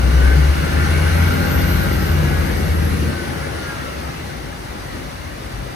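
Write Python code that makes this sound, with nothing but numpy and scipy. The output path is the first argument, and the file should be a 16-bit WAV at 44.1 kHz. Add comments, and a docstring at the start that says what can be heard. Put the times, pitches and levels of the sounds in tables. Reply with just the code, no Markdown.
"""On board a city bus on a wet street: the six-cylinder diesel revs up under load and holds.
Then the driver lifts off and it falls to idle. Sines that follow the crankshaft make the firing drone,
the uneven cylinders and the gear tones; two more sines make a sinking whine. Random noise, shaped in pitch
and level, makes the turbo whistle and the roar of body, tyres and air.
The stereo picture changes with pitch, and part of the treble is the same in both channels."""
import sys
import numpy as np
from scipy import signal
from scipy.fft import rfft, irfft, next_fast_len
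from scipy.io import wavfile
from scipy.ndimage import uniform_filter1d, map_coordinates

SR = 44100
rng = np.random.default_rng(int(sys.argv[2]) if len(sys.argv) > 2 else 0)


def store_pcm(level_fs):
    """Save levels as 16-bit WAV."""
    pcm = np.round(np.clip(level_fs, -1, 1) * 32767).astype(np.int16)
    wavfile.write(sys.argv[1], SR, np.atleast_2d(pcm).T)


N = 253575
TIME = np.arange(N) / SR  # seconds

# How the engine runs. Each row: time in seconds, firing rate in Hz, firing tone in dB,
# body rumble in dB and engine clatter in dB (both before a fixed trim).
ENGINE_RUN = [(0.0, 62.24, -16, -26.5, -29), (0.25, 65.37, -11, -24.5, -27), (0.5, 70.6, -14, -27, -27.5),
              (0.65, 73.74, -17.5, -23.5, -27), (1.0, 81.45, -16, -28, -26),
              (1.25, 84.93, -14, -24.5, -25.5), (1.45, 86.4, -23.5, -25, -26.5),
              (1.75, 86.78, -22.5, -26.5, -26.5), (2.0, 84.35, -24.5, -23, -28),
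              (2.15, 82.0, -16.5, -22, -28), (2.5, 80.26, -26.5, -22.5, -28.5),
              (2.75, 80.38, -17.5, -24.5, -29.5), (3.085, 78.27, -21.5, -21.5, -30.5),
              (3.135, 77.5, -29, -27.5, -30.5), (3.4, 75.1, -33, -29, -31), (3.75, 72.4, -42, -34, -32),
              (4.0, 66.7, -28, -28.5, -32.5), (4.25, 61.54, -52, -34, -33.5), (4.5, 52.33, -35, -35, -36),
              (4.68, 49.92, -45, -40, -35), (4.95, 49.2, -39, -29, -34.5), (5.2, 48.66, -48, -37, -36),
              (5.6, 49, -31, -31, -36), (5.75, 51.7, -44, -34, -35.5)]
# Pull of the engine under load. Each row: time in seconds, change of all gear tones in dB,
# change of the growl in dB, level of the cabin boom in dB.
UNDER_LOAD = [(0, -2.5, -6.5, -32), (.3, 2.5, -4.5, -33), (.55, -7, -2.5, -27), (.85, 3.5, 0, -27),
              (1.3, -1, -1.5, -28.5), (1.9, -2, 1, -25), (2.1, -3, 1, -26), (2.4, 0, -4.5, -23.5),
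              (2.7, -16, -4, -29), (3.1, -9, -3, -28)]
# Speed of the turbo. Each row: time in seconds, whistle pitch in Hz, whistle level in dB.
TURBO_RUN = [(.65, 9200, -70), (.85, 9900, -45), (1.0, 10600, -45), (1.2, 11500, -42.5), (1.4, 12080, -44),
             (1.6, 12220, -35.5), (1.75, 12410, -38.5), (2.0, 12160, -42), (2.3, 11710, -48),
             (2.9, 11270, -44.5), (3.1, 10750, -52), (3.7, 9870, -51), (4.0, 9610, -85)]
# Ringing cabin panels. Each row: pitch in Hz, width in Hz, boost in dB before the floor is added.
CABIN_PANELS = [(147.5, 13.4, 8), (166.6, 16, -2), (210.6, 15, 4.5), (260.7, 14, 8), (320, 12, -0.5),
                (349, 21, 6), (561, 45, 6.5), (812, 46, 6)]

LIFT_END_S, LIFT_LENGTH_S = 3.135, 0.05  # the driver lifts off: end and length of the fade
LOADED_SHARE = np.clip((LIFT_END_S - TIME) / LIFT_LENGTH_S, 0, 1)  # 1 under load, 0 coasting


def gain_of(db):
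    """Turns decibels into amplitude."""
    return 10 ** (np.asarray(db) / 20)


def evened(x):
    """Scales a signal to an rms of 1."""
    return x / np.sqrt(np.mean(x ** 2) + 1e-20)


def read(points, hz):
    """Reads a table of (Hz, value) on a logarithmic pitch axis."""
    f, value = np.transpose(points)
    return np.interp(np.log(hz + 1), np.log(f + 1), value)


def curves(rows):
    """Draws every column of a time table as one value per sample, held before and after its ends."""
    seconds, *columns = np.transpose(rows)
    return [np.interp(TIME, seconds, column) for column in columns]


def wander(rate_hz):
    """Slow random drift of rms 1: 16 sines with chance phases, up to the given rate."""
    t = TIME[::256]
    rates = rate_hz * np.geomspace(.1, 1, num=16)
    slow = sum(np.sin(2 * np.pi * (f * t + rng.random())) for f in rates)
    return np.interp(TIME, t, evened(slow))


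def rings(modes, hz, floor_db):
    """Gain in dB of a set of resonances standing on a floor."""
    peaks = sum(gain_of(2 * db) / (1 + (2 * (hz - f) / width) ** 2) ** 2 for f, width, db in modes)
    return 10 * np.log10(peaks + gain_of(2 * floor_db))


def follow_clatter(full_load_db, db_per_db):
    """Level of a layer that moves in step with the engine clatter."""
    clatter_db = curves(ENGINE_RUN)[3]
    return full_load_db + db_per_db * (clatter_db + 26)  # clatter stands at -26 dB at full load


def noise(spectrum, patchy_db, size=1024):
    """Stereo noise of rms 1: random short-time spectra with drifting patches, coloured by the cabin."""
    # Stereo width by pitch: how alike the two channels are, fully alike from 10.4 to 13.7 kHz.
    # Each row: pitch in Hz, likeness from 0 to 1.
    likeness = [(60, 0.8), (200, 0.81), (550, 0.38), (950, 0.55), (1200, 0.38), (1600, 0.6), (2100, 0.57),
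                (2600, 0), (3800, 0), (5100, 0), (6200, 0.35), (7000, 0.53), (8800, 0), (10200, 0.65),
                (10400, 1), (13700, 1), (13900, 1), (15500, 0.5)]
    frames = 4 * N // size + 5
    hz = np.fft.rfftfreq(size, 1 / SR)
    a, b, c, d, patches = rng.standard_normal((frames, len(hz), 5)).T
    patches = uniform_filter1d(patches, size=8, axis=0)  # spread over pitch
    patches = evened(uniform_filter1d(patches, size=8, axis=1))  # spread over time
    same = np.clip(read(likeness, hz), 0, 1)[:, None]
    left = a + 1j * b
    right = same * left + np.sqrt(1 - same ** 2) * (c + 1j * d)
    colour_db = read(spectrum, hz) + rings(CABIN_PANELS, hz, floor_db=5.0)
    stereo = np.array([left, right]) * gain_of(colour_db[:, None] + patchy_db * patches)
    stereo *= (hz >= spectrum[0][0])[:, None]  # nothing below the first row of the spectrum
    return evened(signal.istft(stereo, nperseg=size, noverlap=3 * size // 4)[1][:, :N])


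def tone(turns, db, waver_db, rate_hz, slip):
    """A sine whose level wavers and whose phase slips, partly in its own way in each channel."""
    shared = turns + rng.random() + slip * wander(rate_hz)
    phase = 2 * np.pi * np.array([shared + 0.98 * slip * wander(rate_hz) for _ in "LR"])
    own_swing = np.array([wander(rate_hz) for _ in "LR"])
    swing_db = waver_db * (wander(rate_hz) + 0.29 * own_swing)
    return np.sqrt(2) * np.sin(phase) * gain_of(db + swing_db)


def engine():
    """Firing drone, uneven cylinders, growl and gear tones: sines at multiples of the four-stroke cycle."""
    # Brief dips of the drone. Each row: time in seconds, half length in seconds, depth in dB.
    dropouts = [(0.57, .03, -7.5), (0.689, 0.033, -12), (0.856, 0.027, -4.5), (1.44, 0.015, -2),
                (2.456, 0.023, -4), (2.68, 0.034, -1.5), (3.012, 0.018, -14)]
    # Uneven cylinders: multiples of the cycle rate.
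    cycle_orders = [7, 8, 15, 16, 20, 22, 24, 25, 27, 30, 36, 39, 44]
    # Their levels in dB against the body rumble curve, before the cabin panels.
    cycle_levels = [-8.5, -25, -12.5, -19.5, -23, -15.5, -24, -18.5, -20.5, -19.5, -18, -29.5, -24]
    # Growl under load: multiples of the cycle rate.
    growl_orders = [4, 5, 9, 10, 11, 12, 13, 14, 18]
    # Their levels in dB before the load curve and the cabin panels.
    growl_levels = [-27, -28, -31.5, -36.5, -35, -30.5, -34.5, -36.5, -39.5]
    # Gear tones: multiples of the cycle rate.
    gear_teeth = [50, 57, 94, 100, 110, 138, 152]
    # Resonances where each gear sings, in the same order. Each row: pitch in Hz, width in Hz,
    # level in dB before the load curve.
    gear_sings = [
        [(530, 110, -36)],
        [(815, 40, -33.5)],
        [(1320, 70, -36)],
        [(1450, 81, -32)],
        [(1174, 54, -37), (1410, 120, -34), (1560, 99.7, -35)],
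        [(1516, 70, -30.5), (1770, 119.4, -38)],
        [(1680, 120, -40)],
    ]

    firing_hz, firing_db, body_db, _ = curves(ENGINE_RUN)
    gears_db, growl_db, _ = curves(UNDER_LOAD)
    cycle_hz = firing_hz / 6  # six cylinders fire in each cycle
    cycles = np.cumsum(cycle_hz) / SR
    dips_db = sum(db * np.exp(-((TIME - s) / half) ** 2) for s, half, db in dropouts)

    out = tone(6 * cycles, firing_db + dips_db, waver_db=0.0, rate_hz=12, slip=0.021)
    for order, db in zip(cycle_orders, cycle_levels):
        level_db = body_db + db + rings(CABIN_PANELS, order * cycle_hz, floor_db=-1.0)
        out += tone(order * cycles, level_db, waver_db=2.0, rate_hz=4, slip=0.079)
    # off load the growl and the gears fall silent
    for order, db in zip(growl_orders, growl_levels):
        panels_db = rings(CABIN_PANELS, order * cycle_hz, floor_db=-2.0)
        level_db = db + growl_db + 0.46 * dips_db + panels_db
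        out += LOADED_SHARE * tone(order * cycles, level_db, waver_db=3.0, rate_hz=5, slip=0.055)
    for teeth, sings in zip(gear_teeth, gear_sings):
        level_db = gears_db + rings(sings, teeth * cycle_hz, floor_db=-56)
        out += LOADED_SHARE * tone(teeth * cycles, level_db, waver_db=2.2, rate_hz=14, slip=0.045)
    return out


def cabin_boom():
    """Deep noise of the cabin, set by the load and dropping to a fixed level when coasting."""
    # Colour of the boom. Each row: pitch in Hz, relative level in dB.
    boom_spectrum = [(18, -40), (30, -20), (45, 3), (62, 10.5), (80, 10.5), (100, -7), (130, -37.5)]
    coasting_db = -36.5
    boom_db = coasting_db + (curves(UNDER_LOAD)[2] - coasting_db) * LOADED_SHARE
    return gain_of(boom_db + 1.5 * wander(3)) * noise(boom_spectrum, patchy_db=2.6, size=4096)


def body_rumble():
    """Low noise of the bus body, rising and falling with the engine."""
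    # Colour of the rumble. Each row: pitch in Hz, relative level in dB.
    body_spectrum = [(70, -48), (100, -1.5), (147, 1.5), (190, -5), (260, -5.5), (390, -13.5), (520, -13),
                     (700, -41)]
    body_db = curves(ENGINE_RUN)[2]
    return gain_of(body_db - 3.0) * noise(body_spectrum, patchy_db=3.0, size=2048)


def clatter():
    """Engine clatter: noise that pulses a little with each firing."""
    # Colour of the clatter. Each row: pitch in Hz, relative level in dB.
    clatter_spectrum = [(300, 1.5), (420, -0.5), (570, -1.5), (690, -3.5), (810, -3), (1050, -4),
                        (1450, -4), (1750, -4), (2000, -4.5), (2550, -10.5), (2850, -9), (3300, -21),
                        (4200, -28.5)]
    firing_hz, _, _, clatter_db = curves(ENGINE_RUN)
    knock = 1 + 0.042 * np.cos(2 * np.pi * np.cumsum(firing_hz) / SR)
    return gain_of(clatter_db + 1.46) * knock * noise(clatter_spectrum, patchy_db=1.53, size=2048)


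def casing_ringing():
    """Noise shaped by the resonances of the gear casing; it fades fast as the clatter falls."""
    # Resonances of the gear casing. Each row: pitch in Hz, width in Hz, relative level in dB.
    casing_modes = [(1400, 97, 0), (1480, 79, 0), (1513, 33, 2), (1610, 63, -8), (1570, 36, 5),
                    (1780, 25, -17), (2003, 90, -4.5), (2206, 160, -3.5), (2800, 250, -9),
                    (4210, 99, -10.5)]
    spectrum = [(hz, rings(casing_modes, hz, floor_db=-25)) for hz in np.arange(1200, 4500, 30)]
    spectrum += [(5000, -60)]  # falls away above the resonances
    level_db = follow_clatter(full_load_db=-29.5, db_per_db=3.2)
    return gain_of(level_db) * noise(spectrum, patchy_db=2.5, size=2048)


def turbo():
    """Turbulent air at the blade rate: a narrow core and a wide skirt of noise carried on a moving pitch."""
    hz, db = curves(TURBO_RUN)
    grain = rng.standard_normal((2, 2, N // 8))
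    width_hz = 0.026 * hz  # a share of the pitch
    at = np.cumsum(width_hz) / SR  # one new random value per cycle of the width
    re, im = (map_coordinates(core, [at]) + .6 * map_coordinates(skirt, [2.6 * at]) for core, skirt in grain)
    turn = 2 * np.pi * np.cumsum(hz) / SR
    whistle = evened(re * np.cos(turn) + im * np.sin(turn))
    return gain_of(db + 1.1 * wander(23)) * whistle


def whine():
    """Two wavering sines that sink together with the road speed."""
    # Each row: time in seconds, pitch in Hz, lower strand in dB, upper strand in dB.
    whine_run = [(2.0, 1726, -55, -60), (2.2, 1683, -39, -56), (2.4, 1658, -33.5, -58),
                 (2.55, 1644, -53, -58), (2.8, 1611, -41, -56), (3.0, 1575, -48, -44),
                 (3.2, 1515, -36, -49), (3.5, 1452, -42.5, -49), (3.7, 1398, -37, -42),
                 (4.03, 1287, -40, -58), (4.15, 1250, -67, -60)]
    hz, low_db, high_db = curves(whine_run)
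    turns = np.cumsum(hz) / SR
    low = tone(turns, low_db, waver_db=1.3, rate_hz=12, slip=0.08)
    high = tone(1.165 * turns, high_db, waver_db=5.0, rate_hz=14, slip=0.1)
    return (low + high) * (low_db > -59)  # both stop once the lower strand is this faint


def hiss():
    """Bright noise that flutters slightly and follows the clatter."""
    # Colour of the hiss. Each row: pitch in Hz, relative level in dB.
    hiss_spectrum = [(2800, -2.5), (3500, 2.5), (4200, 3.5), (4800, 2), (5900, 0.5), (6800, -7.5),
                     (8100, -6), (9300, -9), (10400, -5), (11800, -14), (13000, -26), (15600, -11)]
    level_db = follow_clatter(full_load_db=-34, db_per_db=0.87)
    return gain_of(level_db + 0.42 * wander(15)) * noise(hiss_spectrum, patchy_db=1.5)


def rush():
    """Thin hiss of intake air that grows with the speed of the turbo."""
    # Colour of the rush. Each row: pitch in Hz, relative level in dB.
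    rush_spectrum = [(10500, -20), (12000, -4), (13000, 0.1), (14800, 0.1), (15600, -10)]
    whistle_hz = curves(TURBO_RUN)[0]
    level_db = -50 + 8 * (whistle_hz - 12500) / 1000  # 8 dB for each kHz of whistle pitch
    return gain_of(level_db) * noise(rush_spectrum, patchy_db=0.0)


def road():
    """Steady broad noise of the road, which follows the clatter only a little."""
    # Colour of the road noise. Each row: pitch in Hz, relative level in dB.
    road_spectrum = [(25, -16), (60, -0.5), (114, 4.5), (140, -6), (290, -6.5), (500, -17), (770, -9),
                     (1100, -11), (2000, -21), (3100, -24), (8000, -30), (10500, -33), (15600, -57)]
    level_db = follow_clatter(full_load_db=-33, db_per_db=0.25)
    return gain_of(level_db) * noise(road_spectrum, patchy_db=0.6, size=2048)


def scene():
    """Adds up all sources in two channels."""
    out = engine() + cabin_boom() + body_rumble() + clatter() + casing_ringing()
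    return out + turbo() + whine() + hiss() + rush() + road()


def record(dry):
    """Sets phase and level between the channels, cuts narrow dips, softens the top and limits the band."""
    # Two narrow dips, and a softening of the top treble near the band limit.
    # Each row: pitch in Hz, width in Hz, depth in dB.
    treble_cuts = [(5200, 55, -19), (7520, 126, -17), (15900, 350, -12)]
    # Phase between the channels. Each row: pitch in Hz, radians by which the right one lags
    # (whole turns, so no shift, from 10.4 to 13.7 kHz).
    channel_phase = [(0, 0), (1460, 5.1), (1810, 4.9), (2500, 7.9), (3100, 8.4), (5940, 18.7), (6630, 18.8),
                     (8180, 27.1), (9130, 29), (9390, 26.2), (10250, 26), (10400, 8 * np.pi),
                     (13700, 8 * np.pi), (13900, 24.4), (15200, 22.6)]
    # Level between the channels. Each row: pitch in Hz, left minus right in dB.
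    channel_tilt = [(60, 4), (99, 1.5), (160, 3), (270, 1), (450, 6), (740, 4.5), (1220, 0.5), (2010, 2),
                    (3330, 2.5), (5500, 1.0), (9080, -2.5), (15000, 1.5)]
    size = next_fast_len(N + 4096)
    hz = np.fft.rfftfreq(size, 1 / SR)
    cuts_db = sum(db * np.exp(-((hz - f) / width) ** 2) for f, width, db in treble_cuts)
    tilt_db = np.outer([.5, -.5], read(channel_tilt, hz))
    f, phase = np.transpose(channel_phase)
    lag = np.outer([0, 1], np.interp(hz, f, phase))  # only the right channel is turned
    response = gain_of(cuts_db + tilt_db) * np.exp(-1j * lag)
    heard = irfft(rfft(dry, size) * response, size)[:, :N]
    low_pass = signal.firwin(1023, 15730, window=("kaiser", 9), fs=SR)  # cutoff in Hz
    return signal.oaconvolve(heard, low_pass[None], "same")


dry = scene()
out = record(dry)
store_pcm(out)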